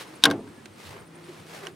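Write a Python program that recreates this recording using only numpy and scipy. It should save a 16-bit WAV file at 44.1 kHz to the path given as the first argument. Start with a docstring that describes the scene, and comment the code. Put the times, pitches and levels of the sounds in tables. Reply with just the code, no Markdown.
"""Vehicle compartment door, shut outdoors

Close to the microphone, a metal door in a vehicle's side is pushed shut: the latch strikes, the door hits
its frame, the sheet panel booms and the catch rattles home; the surroundings answer dully. Light wind
rumbles on the microphone, with swells of rustling, soft hollow tones and a chirping insect around it.
A few faint clicks follow the slam; far off, a bird whistles and a machine hum fades in."""
import sys
import numpy as np
from scipy import signal
from scipy.fft import rfft, irfft, next_fast_len
from scipy.io import wavfile
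from scipy.ndimage import map_coordinates

SR = 44100
rng = np.random.default_rng(int(sys.argv[2]) if len(sys.argv) > 2 else 0)


def put_to_file(sound):
    """Save the sound as 16-bit audio at rate SR, in the file named by the first command-line argument."""
    columns = np.atleast_2d(sound).T  # one column per channel
    safe = np.clip(columns, -1, 1)
    whole_steps = np.round(safe * 32767)
    wavfile.write(sys.argv[1], SR, whole_steps.astype(np.int16))


N = 77175

# spectra of the open air, treble and mid rustle, and wind on the microphone: f/Hz, relative level/dB
AIR_SPECTRUM = [(25, -36), (50, -27.5), (95, -9.5), (170, -4), (330, -3.5), (450, -9.5), (650, -15.5),
                (1500, -18.5), (3500, -24.5), (7000, -31.5), (9000, -29), (12000, -39), (15500, -42.5)]
RUSTLE_TREBLE = [(900, -24), (2300, 1.5), (4200, -1.5), (7000, -7.5), (10500, -10.5), (15500, -19.5)]
RUSTLE_MIDS = [(100, -13), (250, -8.5), (440, 6.5), (620, 1), (1000, 2.5), (1600, -1.5), (2200, -3.5),
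               (4000, -33)]
BUFFET_SPECTRUM = [(25, -32), (55, -21.5), (90, -2), (125, -2), (220, -10.5), (500, -44.5)]
# stereo width of the air, the buffeting and the door: f/Hz, side minus mid/dB
AIR_WIDTH = [(60, -12), (180, -14.5), (550, -3), (1650, -4), (4970, -7.5), (15000, -7)]
BUFFET_WIDTH = [(60, -5), (200, -10)]
DOOR_WIDTH = [(60, -45), (280, -60.5), (600, -14.5), (1500, -5), (4000, -11), (12000, -10.5)]
# swells of rustling: t/s, width/s, treble level/dB, mid level/dB
RUSTLES = [(0.01, 0.023, -42.5, -42.5), (.11, 0.093, -55.5, -50), (.168, 0.0086, -57, -70),
           (.815, 0.038, -52.5, -51.5), (0.876, 0.058, -49.5, -52), (0.959, 0.062, -57.5, -46.5),
           (1.18, 0.046, -64.5, -53), (1.342, 0.093, -54.5, -51.5), (1.5, 0.035, -52.5, -52),
           (1.558, 0.044, -47, -44), (1.651, 0.033, -50, -43)]
# gusts at the microphone: t/s, level/dB
GUSTS = [(0, -67), (.3, -63.5), (.5, -59), (.78, -68), (.87, -49.5), (1.0, -54.5), (1.28, -65.5),
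         (1.43, -53), (1.55, -85), (1.75, -54)]
# insect chirps: t/s, top f/Hz, level/dB
CHIRPS = [(.075, 9570, -59), (.158, 9570, -58), (.325, 9100, -63.5), (0.409, 9080, -66),
          (.487, 8930, -66.5), (0.569, 8950, -64.5), (.655, 8710, -63.5), (.743, 8730, -63),
          (0.827, 8960, -70), (.918, 8950, -61.5), (1.003, 9025, -58), (1.073, 9300, -58.5),
          (1.156, 9280, -59.5), (1.249, 8900, -64), (1.336, 9000, -71), (1.41, 8900, -65),
          (1.483, 9070, -65), (1.725, 9400, -67)]
# hollow swells and far-off bird notes: t/s, width/s, f/Hz, level/dB
HOLLOWS = [(.14, .02, 314.7, -51.5), (0.846, 0.0069, 220, -47.5), (.96, 0.023, 393, -50),
           (1.22, 0.077, 350, -52.5), (1.301, 0.01, 352, -42), (1.636, 0.014, 391, -43),
           (1.689, 0.021, 363, -44.5)]
BIRD_NOTES = [(.587, .012, 1710, -57.5), (1.15, .025, 2430, -65), (1.24, 0.0049, 4500, -59)]
# door contacts: t/s, latch ring/dB, frame clank/dB, crack/dB, panel boom/dB
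CONTACTS = [(0.238, 3.5, -12, -15, -19.5), (0.2539, -4, -16, -20.5, -29), (0.2559, -27, -5.5, -20, -17),
            (0.2977, -51.5, -29, -69, -42), (0.3015, -28, -29, -40.5, -58), (0.3111, -26, -18, -31.5, -27)]
# small clicks: t/s, ring/dB, snap/dB, frame clank/dB, panel knock/dB, left minus right/dB
CLICKS = [(0.475, -53, -53, -43, -75, 4.5), (0.657, -44.5, -39, -56.5, -71, -6.5),
          (1.6695, -22.5, -36.5, -35.5, -46, -8)]
# modes of the steel latch, door frame, sheet panel and clicks: f/Hz, relative level/dB, t60/s
LATCH_MODES = [(2976, -16.5, .025), (3220, -14, 0.039), (3640, -0.5, 0.013), (3860, -7.5, .016),
               (4640, -17.5, .03), (5040, -17, .028), (5540, -18, .025), (6400, -17.5, .008),
               (7150, -20.5, 0.021), (8637, -19.5, .02), (9590, -32.5, 0.022), (10770, -27, .028)]
FRAME_MODES = [(1097.5, -12, 0.055), (1480, -15.5, 0.079), (1543, -5, .028), (1583, -5.5, 0.046),
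               (1834, -18.5, 0.053), (2186, -13, .04)]
PANEL_MODES = [(104.4, -24.5, 0.61), (168.9, -24, 0.42), (223.2, -17, 0.31), (284.9, -1.5, 0.28),
               (287.4, 2, 0.16), (343, -7, .33), (365.6, -8.5, .35), (413.3, -11, 0.46), (460, -2.5, 0.25),
               (514, -12, .28), (664, -10.5, 0.28), (790, -8, 0.18), (849, -15.5, 0.26), (1068, -9, .14),
               (1073, -13.5, 0.136), (1186, -14, 0.27)]
CLICK_MODES = [(1780, -2, 0.0073), (2900, -2.5, 0.013), (4040, -16, .015), (5830, -6.5, 0.0072),
               (9100, -13, 0.0069)]
# spectra of the bolt's slide, contact crack, panel clatter, echo and click snap: f/Hz, relative level/dB
SLIDE_SPECTRUM = [(300, -3), (2000, -6), (3800, -1), (6000, -9), (7500, -20.5), (9500, -16.5),
                  (12000, -29.5)]
CRACK_SPECTRUM = [(100, -28), (400, -11.5), (1200, -6), (2000, -11.5), (3300, -1), (5500, -2),
                  (7000, -10.5), (10500, -7.5), (13000, -14.5), (16000, -21.5)]
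CLATTER_SPECTRUM = [(30, -46), (70, -24), (120, -9.5), (210, -2), (320, 1), (550, -2.5), (1000, -3),
                    (1700, -11), (2400, -14.5), (5000, -26), (14000, -40.5)]
ECHO_SPECTRUM = [(50, -21), (120, 7), (250, -2.5), (400, -10), (550, -21.5), (2000, -32.5), (8000, -44.5)]
SNAP_SPECTRUM = [(200, -12.5), (1000, -8.5), (2300, -2.5), (5000, -8.5), (7500, -12), (10000, -15.5),
                 (12000, -27), (16000, -26)]
# decay times of the crack, clatter, echo and snap: f/Hz, t60/s
CRACK_T60 = [(300, 0.13), (1500, 0.12), (4000, 0.038), (14000, 0.019)]
CLATTER_T60 = [(100, 0.94), (400, .38), (1000, .2), (2000, .18), (5000, 0.149), (12000, 0.11)]
ECHO_T60 = [(100, 1), (400, .75), (4000, .5)]
SNAP_T60 = [(1000, 0.033), (10000, 0.021)]

LATCH_RISE_S, FRAME_RISE_S, PANEL_RISE_S = 0.00017, 0.00078, 0.025


def amp(db):
    """Decibels to gain."""
    return 10 ** (np.asarray(db) / 20)


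def along(points, hz):
    """A curve of (frequency, value) points read on a log axis."""
    freqs, values = np.transpose(points)
    return np.interp(np.log(hz + 1), np.log(freqs + 1), values)


def since(s):
    """Seconds since s, zero before."""
    return np.maximum(np.arange(N) / SR - s, 0)


def swell(s, width):
    """A bell-shaped rise and fall around s."""
    return np.exp(-.5 * ((since(0) - s) / width) ** 2)


def wobble(rate):
    """A smooth random curve, rate knots a second."""
    knots = rng.standard_normal(int(N * rate / SR) + 4)
    steps = np.arange(0, N, 16)
    return np.interp(np.arange(N), steps, map_coordinates(knots, [steps * rate / SR]))


def pan(db):
    """Gains that set the left channel db above the right."""
    return amp(np.array([[db], [-db]]) / 2)


def filtered(x, response):
    """x shaped by a gain that depends on frequency."""
    size = next_fast_len(N + SR // 2)
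    return irfft(rfft(x, size) * response(np.fft.rfftfreq(size, 1 / SR)), size)[..., :N]


def noise(spectrum, width):
    """Coloured mid-side noise as a left-right pair of rms 1."""
    def gains(hz):
        mid_db = along(spectrum, hz)
        return amp([mid_db, mid_db + along(width, hz)])
    mid, side = filtered(rng.standard_normal((2, N)), gains)
    stereo = np.array([mid + side, mid - side])
    return stereo / np.sqrt(np.mean(stereo ** 2) + 1e-20)


def tone(hz):
    """A sine of rms 1 that follows a pitch curve."""
    return np.sqrt(2) * np.sin(2 * np.pi * np.cumsum(hz) / SR)


def burst(s, spectrum, t60, rise_s):
    """Countless overtones struck at s: noise with each frequency dying at its own speed."""
    hz, t, bands = signal.stft(noise(spectrum, DOOR_WIDTH), SR, nperseg=128)
    fade = amp(-60 * np.maximum(t - s, 0) / along(t60, hz)[:, None])
    attack = 1 - np.exp(-since(s) / rise_s)
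    return signal.istft(bands * fade, nperseg=128)[1][:, :N] * attack


def ring(s, modes, rise_s, flutter_rad=0.6, build_s=0.14):
    """Modes struck at s; loose sheet metal wavers as it fades."""
    t = since(s)
    flutter = flutter_rad * np.minimum(t / build_s, 1)
    ringing = sum(amp(db - 60 * t / t60) * np.sin(2 * np.pi * hz * t + flutter * wobble(60))
                  for hz, db, t60 in modes)
    return ringing * (1 - np.exp(-t / rise_s))


def wind(air_db=-50.5, sway_db=1.46, grain_db=1.43):
    """Steady open air all around, under swells of fine-grained rustling."""
    treble = np.sqrt(sum((amp(db) * swell(s, width)) ** 2 for s, width, db, _ in RUSTLES))
    mids = np.sqrt(sum((amp(db) * swell(s, width)) ** 2 for s, width, _, db in RUSTLES))
    grain = amp(grain_db * wobble(300))
    rustle = treble * noise(RUSTLE_TREBLE, AIR_WIDTH) + mids * noise(RUSTLE_MIDS, AIR_WIDTH)
    air = amp(air_db + sway_db * wobble(3.2)) * noise(AIR_SPECTRUM, AIR_WIDTH)
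    return grain * rustle + air


def buffeting(lump_db=3):
    """Light gusts rumble right on the microphone."""
    times, levels = np.transpose(GUSTS)
    gust_db = np.interp(since(0), times, levels) + lump_db * wobble(22)
    return amp(gust_db) * noise(BUFFET_SPECTRUM, BUFFET_WIDTH)


def insect(half_width_s=0.011, arch_hz=556, rough_hz=280, rasp_db=3.5):
    """Thin raspy chirps in the background, each an arch in pitch."""
    out = np.zeros(N)
    for s, top_hz, db in CHIRPS:
        arch = np.minimum(((since(0) - s) / half_width_s) ** 2, 10)
        envelope = amp(db + rasp_db * wobble(250)) * np.exp(-arch)
        out += envelope * tone(top_hz - arch_hz * arch + rough_hz * wobble(1000))
    return out


def hollow_swells(flicker_db=3, waver_hz=16):
    """Brief, soft, wavering low tones in the background."""
    return sum(amp(db + flicker_db * wobble(90)) * swell(s, width) * tone(hz + waver_hz * wobble(150))
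               for s, width, hz, db in HOLLOWS)


def bolt_slide(start_s=.223, length_s=.015, level_db=-45.5):
    """Close up, the bolt rides over its striker just before the door hits."""
    t = since(0)
    sliding = (t > start_s) & (t < start_s + length_s)
    return amp(level_db) * noise(SLIDE_SPECTRUM, DOOR_WIDTH) * sliding


def door(spike_db=1.5, spike_s=.0016, clatter_db=-6.5):
    """Close to the microphone, each contact rings the steel latch, the frame and the sheet panel."""
    out = np.zeros((2, N))
    for s, latch_db, frame_db, crack_db, panel_db in CONTACTS:
        spike = 1 + amp(spike_db) * np.exp(-since(s) / spike_s)  # the crack's first instant stands out
        crack = burst(s, CRACK_SPECTRUM, CRACK_T60, LATCH_RISE_S) * spike
        latch = amp(latch_db) * ring(s, LATCH_MODES, LATCH_RISE_S) + amp(crack_db) * crack
        boom = ring(s, PANEL_MODES, PANEL_RISE_S)
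        clatter = amp(clatter_db) * burst(s, CLATTER_SPECTRUM, CLATTER_T60, rise_s=0.002)
        clank = amp(frame_db) * ring(s, FRAME_MODES, FRAME_RISE_S)
        out += pan(db=1.6) * latch + clank + amp(panel_db) * (boom + clatter)
    return out


def outdoor_echo(slam, level_db=-33.5):
    """The surroundings send the slam back to the microphone, weak and dull."""
    tail = burst(0, ECHO_SPECTRUM, ECHO_T60, rise_s=.05)
    return amp(level_db) * signal.fftconvolve(slam, tail / np.linalg.norm(tail[0]), axes=1)[:, :N]


def clicks():
    """Light ticks to left and right, with a trace of the frame's clank and the panel's boom."""
    out = np.zeros((2, N))
    for s, ring_db, snap_db, frame_db, knock_db, pan_db in CLICKS:
        tick = amp(ring_db) * ring(s, CLICK_MODES, LATCH_RISE_S)
        snap = amp(snap_db) * burst(s, SNAP_SPECTRUM, SNAP_T60, LATCH_RISE_S)
        clank = amp(frame_db) * ring(s, FRAME_MODES, FRAME_RISE_S)
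        knock = amp(knock_db) * ring(s, PANEL_MODES, PANEL_RISE_S)
        out += pan(pan_db) * (tick + snap) + clank + knock
    return out


def bird(waver_hz=12):
    """Short plain whistles from far off."""
    return sum(amp(db) * swell(s, width) * tone(hz + waver_hz * wobble(87))
               for s, width, hz, db in BIRD_NOTES)


def machine_hum(hz=161, level_db=-54.5, start_s=0.87, rise_s=0.17, waver_hz=2, waver_db=2.0):
    """A machine's hum fades in from the distance."""
    fade_in = np.minimum(since(start_s) / rise_s, 1)
    return amp(level_db + waver_db * wobble(10)) * fade_in * tone(hz + waver_hz * wobble(10))


def scene():
    """The door up close and its echo, over the outdoor background."""
    slam = bolt_slide() + door()
    foreground = slam + outdoor_echo(slam) + clicks()
    return foreground + wind() + buffeting() + hollow_swells() + machine_hum() + insect() + bird()


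def record(dry, ceiling=.98, top_hz=15800):
    """Behind the microphone, the loudest peaks are squashed and the top of the band is cut steeply."""
    squashed = dry / (1 + np.abs(dry / ceiling) ** 6) ** (1 / 6)
    return filtered(squashed, lambda hz: 1 / np.sqrt(1 + (hz / top_hz) ** 160))


dry = scene()
out = record(dry)
put_to_file(out)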